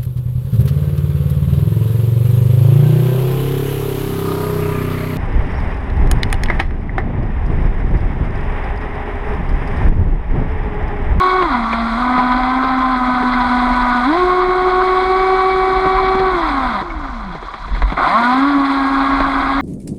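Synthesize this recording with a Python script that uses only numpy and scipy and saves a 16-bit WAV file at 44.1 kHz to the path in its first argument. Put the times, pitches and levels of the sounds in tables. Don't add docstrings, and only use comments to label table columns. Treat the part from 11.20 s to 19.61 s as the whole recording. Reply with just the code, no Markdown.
import sys
import numpy as np
from scipy import signal
from scipy.fft import rfft, irfft
from scipy.io import wavfile
from scipy.ndimage import uniform_filter1d

SR = 44100
rng = np.random.default_rng(int(sys.argv[2]) if len(sys.argv) > 2 else 0)


def waveform_to_disk(signal):
    frames = np.transpose(np.atleast_2d(signal))
    scaled = np.clip(frames, -1, 1) * 32767
    samples = np.round(scaled).astype(np.int16)
    wavfile.write(sys.argv[1], SR, samples)


N = 370881


def from_db(db):
    return 10 ** (np.asarray(db) / 20)


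def rms_one(x):
    return x / np.sqrt(np.mean(x ** 2) + 1e-20)


def in_time(rows):
    seconds, *columns = np.transpose(rows)
    return [np.interp(np.arange(N) / SR, seconds, column) for column in columns]


def drift(corner_hz):
    pole = np.exp(-32 * np.pi * min(corner_hz, 600) / SR)
    noise = rng.standard_normal(N // 16 + 3002)
    slow = signal.lfilter([1], [1, -2 * pole, pole * pole], noise)[3000:]
    return np.interp(np.arange(N) / 16, np.arange(len(slow)), rms_one(slow))


def band(x, low_hz, high_hz):
    return signal.sosfilt(signal.butter(2, [low_hz, high_hz], "band", fs=SR, output="sos"), x)


def low_pass(x, corner_hz):
    return signal.sosfilt(signal.butter(2, corner_hz, fs=SR, output="sos"), x)


def in_parts(x, flicker_db, corner_hz):
    edges_hz = [60, 600, 900, 1700, 2900]
    parts = 0
    for low_hz, high_hz in zip(edges_hz, edges_hz[1:]):
        parts = parts + from_db(flicker_db * drift(corner_hz)) * band(x, low_hz, high_hz)
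    return parts


def ring(clicks, hz, t60_s):
    radius, angle = from_db(-60 / (t60_s * SR)), 2 * np.pi * hz / SR
    feedback = [1, -2 * radius * np.cos(angle), radius * radius]
    return signal.lfilter([0, np.sin(angle)], feedback, clicks + 1e-18)


def blend(powered, idle_level, idle):
    return powered + idle * (idle_level - powered)


# frequency in Hz, relative gain in dB.
HULL_COLOUR = [(60, -26), (200, -29.5), (500, -6.5), (1100, -3.5), (2000, -16.5), (3000, -31.5),
               (5000, -34), (7000, -46.5), (11000, -61), (14000, -67.5)]
# centre in Hz, width in Hz, added gain in dB.
HULL_RESONANCES = [(263, 73, 15), (467, 126, -16.5), (773, 100, 2.5), (860, 62, -10.5), (996, 149, 9.5),
                   (1203, 150, 4.5), (1500, 130, 5), (1930, 56, -2), (2103, 490, 8), (2866, 1060, -13),
                   (3340, 520, 12), (4025, 630, 8.5), (4950, 70, 10), (5230, 540, -9), (5800, 200, 4),
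                   (6020, 540, -11.5), (6540, 290, 4), (7100, 430, -6.5), (8440, 440, 8.5), (9250, 250, -4),
                   (10340, 1000, 8), (11200, 790, -3.5)]


def through_hull(x):
    size = 8192
    hz = np.maximum(np.arange(size // 2 + 1) * SR / size, 1)
    colour_hz, colour_db = np.transpose(HULL_COLOUR)
    gain_db = np.interp(np.log(hz), np.log(colour_hz), colour_db)
    for centre_hz, width_hz, peak_db in HULL_RESONANCES:
        gain_db = gain_db + peak_db / (1 + (2 * (hz - centre_hz) / width_hz) ** 2)
    cepstrum = irfft(np.log(from_db(gain_db)))
    cepstrum[1:size // 2] *= 2
    cepstrum[size // 2 + 1:] = 0
    response = irfft(np.exp(rfft(cepstrum)))
    return signal.fftconvolve(x, response)[..., :N]


# time in seconds, mean speed in turns per second.
SHAFT_SPEED = [(0.0, 368), (0.2, 371), (0.25, 344), (0.3, 284), (0.34, 244.5), (0.45, 224), (0.58, 230.5),
               (0.74, 225.5), (0.81, 246.5), (0.92, 252), (1.11, 249), (1.39, 260), (1.72, 258.5),
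               (1.77, 251), (2.05, 250), (2.2, 246.5), (2.55, 248), (2.82, 244.5), (2.85, 249.5),
               (2.91, 309), (2.98, 362), (3.32, 366), (3.65, 371), (4.06, 376), (5.02, 379), (5.1, 375),
               (5.24, 322), (5.32, 283.5), (5.49, 242.5), (5.54, 209.5), (5.62, 182)]
# time in seconds, mean speed in turns per second.
RESTART_SPEED = [(6.766, 86), (6.843, 133.7), (6.951, 212), (6.975, 228), (7.126, 254), (7.289, 287),
                 (7.42, 275.5), (7.53, 275), (7.65, 271.5), (7.99, 274), (8.345, 272), (8.41, 281)]
CUT_S, RESTART_S = SHAFT_SPEED[-1][0], RESTART_SPEED[0][0]
SWITCH_S = 0.012
COAST_SAG_PER_S2 = 192
STOP_S, STOP_FADE_S = 6.2, 0.087
FULL_SPEED = 380


def coasting():
    t = np.arange(N) / SR
    return t, np.clip(np.minimum(t - CUT_S, RESTART_S - t) / SWITCH_S + .5, 0, 1)


def shaft():
    t, idle = coasting()
    speed, = in_time(list(SHAFT_SPEED) + list(RESTART_SPEED))
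    coast_speed = np.maximum(SHAFT_SPEED[-1][1] - COAST_SAG_PER_S2 * (t - CUT_S), 1)
    speed = np.where(idle > .5, coast_speed, speed)
    wavering = speed * (1 + 0.00198 * drift(7.96))
    turn = 2 * np.pi * np.cumsum(wavering) / SR
    turning = np.maximum(np.clip((STOP_S - t) / STOP_FADE_S, 0, 1), 1 - idle)
    return speed, turn, turning


# time in seconds, hum of the first two orders in dB,
# whine of the higher orders in dB, rattle in dB, hiss in dB.
POWER_LEVELS = [
    [(0.0, -6.5, 4, -16, -34), (0.2, 1, 3.5, -15.5, -35.5), (0.3, -11, -3.5, -14, -36),
     (0.35, 0.5, -1, -10, -34.5), (0.45, -2.5, -5.5, -18, -37), (0.75, 0.5, -7, -15, -33.5),
     (0.95, -1.5, -1.5, -11.5, -35.5), (1.75, -3, -2.5, -15, -36), (2.4, 1, -2.5, -12.5, -32),
     (2.85, -2.5, 1.5, -14.5, -32), (2.97, 1.5, -2, -14.5, -31.5), (3.25, 0, -3, -15, -35.5),
     (4.05, 1, 1.5, -16.5, -33), (4.8, 0, -0.5, -14.5, -35.5), (5.1, -0.5, -1.5, -15.5, -36),
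     (5.3, -8.5, -5, -11.5, -33.5), (5.62, -3, -6.5, -16.5, -36.5)],
    [(6.766, -9, -16, -5.5, -41), (6.84, 7, -8.5, -4, -30.5), (6.97, -5, 6, -13.5, -30.5),
     (7.05, 0.5, 1, -11.5, -28.5), (7.3, 2, -0.5, -14.5, -34.5), (7.5, -2, -3, -14, -32.5),
     (7.85, -0.5, -3.5, -12, -33.5), (8.28, -7.5, -7, -10.5, -34), (8.36, -3, -3.5, -13.5, -33.5),
     (8.41, -3, -10, -7.5, -34.5)],
]
COAST_WHINE_DB, COAST_RATTLE_DB = -28, -26.5
COAST_HISS_DB, COAST_HISS_RISE_DB_PER_S = -50, 7


def motor_levels():
    t, idle = coasting()
    hum_db, whine_db, rattle_db, hiss_db = in_time(np.concatenate(POWER_LEVELS))
    whine_db = blend(whine_db, COAST_WHINE_DB, idle)
    rattle_db = blend(rattle_db, COAST_RATTLE_DB, idle)
    coast_hiss_db = COAST_HISS_DB + COAST_HISS_RISE_DB_PER_S * (t - CUT_S)
    return hum_db, whine_db, rattle_db, blend(hiss_db, coast_hiss_db, idle)


def phase_slip(speed):
    change = np.abs(uniform_filter1d(np.gradient(np.log(speed)) * SR, size=4000))
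    return .008 + .1 * np.tanh(change / .8)


def order(multiple, level_db, turn, slip):
    phase = multiple * turn + (0.25 + slip * multiple) * drift(30)
    return from_db(level_db + 2.4 * drift(15)) * np.sin(phase)


# multiple of the shaft speed, relative level at full speed in dB,
# loss per octave of speed in dB.
LOW_ORDERS = [(1, 3, 4.5), (2, 1, 18), (3, -1.5, 3), (4, -6, -4), (5, -4.5, -3.2), (6, 0, 0.5)]
# frequency in Hz, relative gain in dB.
DECK_RESPONSE = [(90, -54), (180, -30), (230, -20), (290, -16), (375, -20.5), (470, -39), (560, -30.5),
                 (690, -24.5), (735, -24.5), (765, -18), (850, -29), (910, -27.5), (1000, -16),
                 (1100, -15.5), (1140, -20.5), (1250, -22.5), (1380, -25), (1470, -22.5), (1520, -29),
                 (1630, -29), (1840, -43.5), (1890, -33.5), (2190, -35), (2260, -32)]
COAST_BLADES_DB = -32.5


def low_orders(speed, turn, turning, slip, hum_db, whine_db):
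    _, idle = coasting()
    octaves_down = np.log2(FULL_SPEED / speed)
    deck_hz, deck_db = np.transpose(DECK_RESPONSE)
    levels = []
    for multiple, db, loss_db in LOW_ORDERS:
        answer_db = np.interp(np.log(multiple * speed), np.log(deck_hz), deck_db)
        levels.append(whine_db + db - loss_db * octaves_down + answer_db)
    levels[0] = levels[0] + (1 - idle) * (hum_db - whine_db)
    levels[1] = blend(levels[1] + hum_db - whine_db, COAST_BLADES_DB, idle)
    tones = 0
    for multiple, (level_db, waver_db) in enumerate(zip(levels, [1.9, 2.4, 2.8]), 1):
        tones = tones - from_db(level_db + waver_db * drift(27)) * np.cos(multiple * turn)
    for multiple, level_db in enumerate(levels[3:], 4):
        tones = tones + order(multiple, level_db, turn, slip)
    return turning * np.sqrt(2) * tones


# multiple of the shaft speed, relative level in dB.
HIGH_ORDERS = [(7, -6.5), (8, -5.5), (9, 1), (10, 0.5), (11, 1.5), (12, -3), (13, -6)]
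OVERTONES_DB, OVERTONES_DB_PER_OCTAVE = -18.5, 3.5


def overtones(speed, turn, turning, slip, whine_db):
    steady_db = whine_db + OVERTONES_DB - OVERTONES_DB_PER_OCTAVE * np.log2(FULL_SPEED / speed)
    return turning * sum(order(multiple, steady_db + db, turn, slip) for multiple, db in HIGH_ORDERS)


def rattle(turning, rattle_db):
    return turning * from_db(rattle_db + 13.5) * in_parts(rng.standard_normal(N), 1.3, 21)


def hiss(hiss_db):
    noise = rng.standard_normal(N)
    middle = from_db(2.4 * drift(23)) * band(noise, 2600, 5530)
    upper = from_db(1.0 * drift(30)) * band(noise, 4240, 16000)
    return from_db(hiss_db + 34.5) * (middle + upper)


SWITCHING_HZ, SWITCHING_DB = 7774, -71


def switching_whistle():
    t, idle = coasting()
    return (1 - idle) * from_db(SWITCHING_DB + 3.1 * drift(3)) * np.sin(2 * np.pi * SWITCHING_HZ * t)


def motor():
    speed, turn, turning = shaft()
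    hum_db, whine_db, rattle_db, hiss_db = motor_levels()
    slip = phase_slip(speed)
    direct = low_orders(speed, turn, turning, slip, hum_db, whine_db) + switching_whistle()
    once_a_turn = from_db(2.64 * turning * np.cos(turn + 0.13 * drift(40)))
    noise = once_a_turn * (rattle(turning, rattle_db) + hiss(hiss_db))
    return direct, overtones(speed, turn, turning, slip, whine_db) + noise


RUSH_DB, COAST_RUSH_DB, RUSH_SWELL_DB = -26.5, -28.5, 2


def spray(drops_per_s=400):
    rush_db = blend(RUSH_DB, COAST_RUSH_DB, coasting()[1]) + RUSH_SWELL_DB * drift(1.2)
    sizes = from_db(3.0 * np.minimum(rng.exponential(1, N), 3)) * rng.choice([-1, 1], N)
    born = rng.random(N) < drops_per_s * from_db(4.0 * drift(30)) / SR
    rush = in_parts(rng.standard_normal(N), 2.0, 25)
    return from_db(rush_db + 15.5) * (rush + from_db(-7.0) * rms_one(sizes * born))


# time in seconds, mount bounce in dB.
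ROUGHNESS = [(0.0, -39), (0.2, -25.5), (1.0, -28.5), (1.9, -31), (2.2, -25), (2.95, -29), (3.6, -31),
             (4.4, -29.5), (4.9, -26), (6.1, -28.5), (6.3, -38), (6.6, -18), (7.0, -41), (7.7, -36.5),
             (8.05, -19.5), (8.2, -29), (8.41, -21)]
# time in seconds, strength in dB before softening.
MOUNT_JOLTS = [(6.507, -10), (6.530, -13), (6.587, -19), (6.63, -1), (6.649, -11), (6.742, -22)]
MOUNT_HZ, MOUNT_WIDTH_HZ = 38, 27.5
JOLT_HZ, JOLT_T60_S = 43, 0.18


def mount(bounce_db):
    ripples = rng.standard_normal(N) * from_db(1.3 * drift(16))
    bounce = rms_one(band(ripples, MOUNT_HZ - MOUNT_WIDTH_HZ / 2, MOUNT_HZ + MOUNT_WIDTH_HZ / 2))
    rumble = from_db(-11.0) * rms_one(band(ripples, 72, 190))
    clicks = np.zeros(N)
    for start_s, strength_db in MOUNT_JOLTS:
        clicks[round(start_s * SR)] = from_db(strength_db)
    soft_blows = low_pass(ring(clicks, JOLT_HZ, JOLT_T60_S), 90)
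    return from_db(bounce_db) * (bounce + rumble) + soft_blows


def ripple_knocks(bounce_db, knocks_per_s=14):
    sizes = from_db(4.5 * np.minimum(rng.exponential(1, N), 3))
    knocks = sizes * (rng.random(N) < knocks_per_s / SR)
    dealt, rings = rng.integers(0, 8, N), 0
    for k, hz in enumerate(np.geomspace(130, 700, num=8)):
        rings = rings + ring(knocks * (dealt == k), hz, 7.9 / hz)
    return from_db(0.34 * bounce_db - 21.0) * rings


LAKE_DB = -54


def lake():
    wash = band(band(rng.standard_normal(N), 1500, 5400), 1000, 8000)
    return from_db(LAKE_DB + 2.7 * drift(20)) * rms_one(wash)


# start in seconds, relative splash level in dB,
# relative thud level in dB.
WATER_SLAPS = [(0.222, -6, -20), (0.53, -4, -26), (0.978, -5, -17), (1.119, -7.5, -40), (1.434, -16, -20),
               (2.026, -10, -19), (2.139, -40, -29), (4.657, -11, -14), (4.948, -13, -17),
               (4.999, -22, -18), (5.051, -18, -33), (5.615, -15, -19.5), (5.699, -21, -43),
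               (5.839, -21, -51), (6.148, -19, -22), (6.225, -19, -26), (6.337, -13.5, -29),
               (6.48, -21, -31), (6.548, -14, -32), (6.562, -13.5, -29), (6.619, -5.5, -20),
               (6.678, -15, -38), (6.70, -12, -40), (6.721, -9.5, -15.5), (8.002, -3.5, -16)]
SLAP_ATTACK_S, SLAP_DECAY_S = 0.00048, 0.012


def slaps(ring_hz=1050):
    splash, direct = np.zeros(N), np.zeros(N)
    t = np.arange(round(.1 * SR)) / SR
    shape = (1 - np.exp(-t / SLAP_ATTACK_S)) * np.exp(-t / SLAP_DECAY_S)
    noise = rng.standard_normal((len(WATER_SLAPS), 2, len(t)))
    for (start_s, splash_db, thud_db), (fizz, dull) in zip(WATER_SLAPS, noise):
        at = slice(round(start_s * SR), round(start_s * SR) + len(t))
        spatter = from_db(10.5) * band(fizz, 1800, 4500)
        deck_ring = rms_one(band(fizz, 0.69 * ring_hz, 1.3 * ring_hz))
        thud = rms_one(band(dull, 90, 450))
        splash[at] += from_db(splash_db + 1.0) * shape * (fizz + spatter)
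        direct[at] += from_db(splash_db - 14.0) * shape * deck_ring
        direct[at] += from_db(thud_db) * shape * thud
    return splash, direct


# start in seconds, level in dB before softening, pitch in Hz.
CASE_DROPS = [(0.5282, -15.5, 2350), (2.137, -15.5, 2090), (5.7024, -23, 2220), (6.284, -17.5, 1140)]
DROP_T60_S = 0.065


def drops():
    pings = 0
    for start_s, level_db, hz in CASE_DROPS:
        click = from_db(level_db) * (np.arange(N) == round(start_s * SR))
        pings = pings + ring(click, hz, DROP_T60_S)
    return low_pass(pings, 3500)


def scene():
    bounce_db, = in_time(ROUGHNESS)
    direct_motor, shaking = motor()
    splash, slap = slaps()
    water = slap + drops() + ripple_knocks(bounce_db) + mount(bounce_db) + lake()
    hull_borne = through_hull(shaking + spray() + splash)
    return (direct_motor + hull_borne + water)[None]


CUTOFF_HZ = 14800


def record(dry):
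    rounded = 1.035 * np.tanh(dry)
    return signal.sosfilt(signal.cheby2(12, 70, CUTOFF_HZ, fs=SR, output="sos"), rounded)


dry = scene()
out = record(dry)
waveform_to_disk(out)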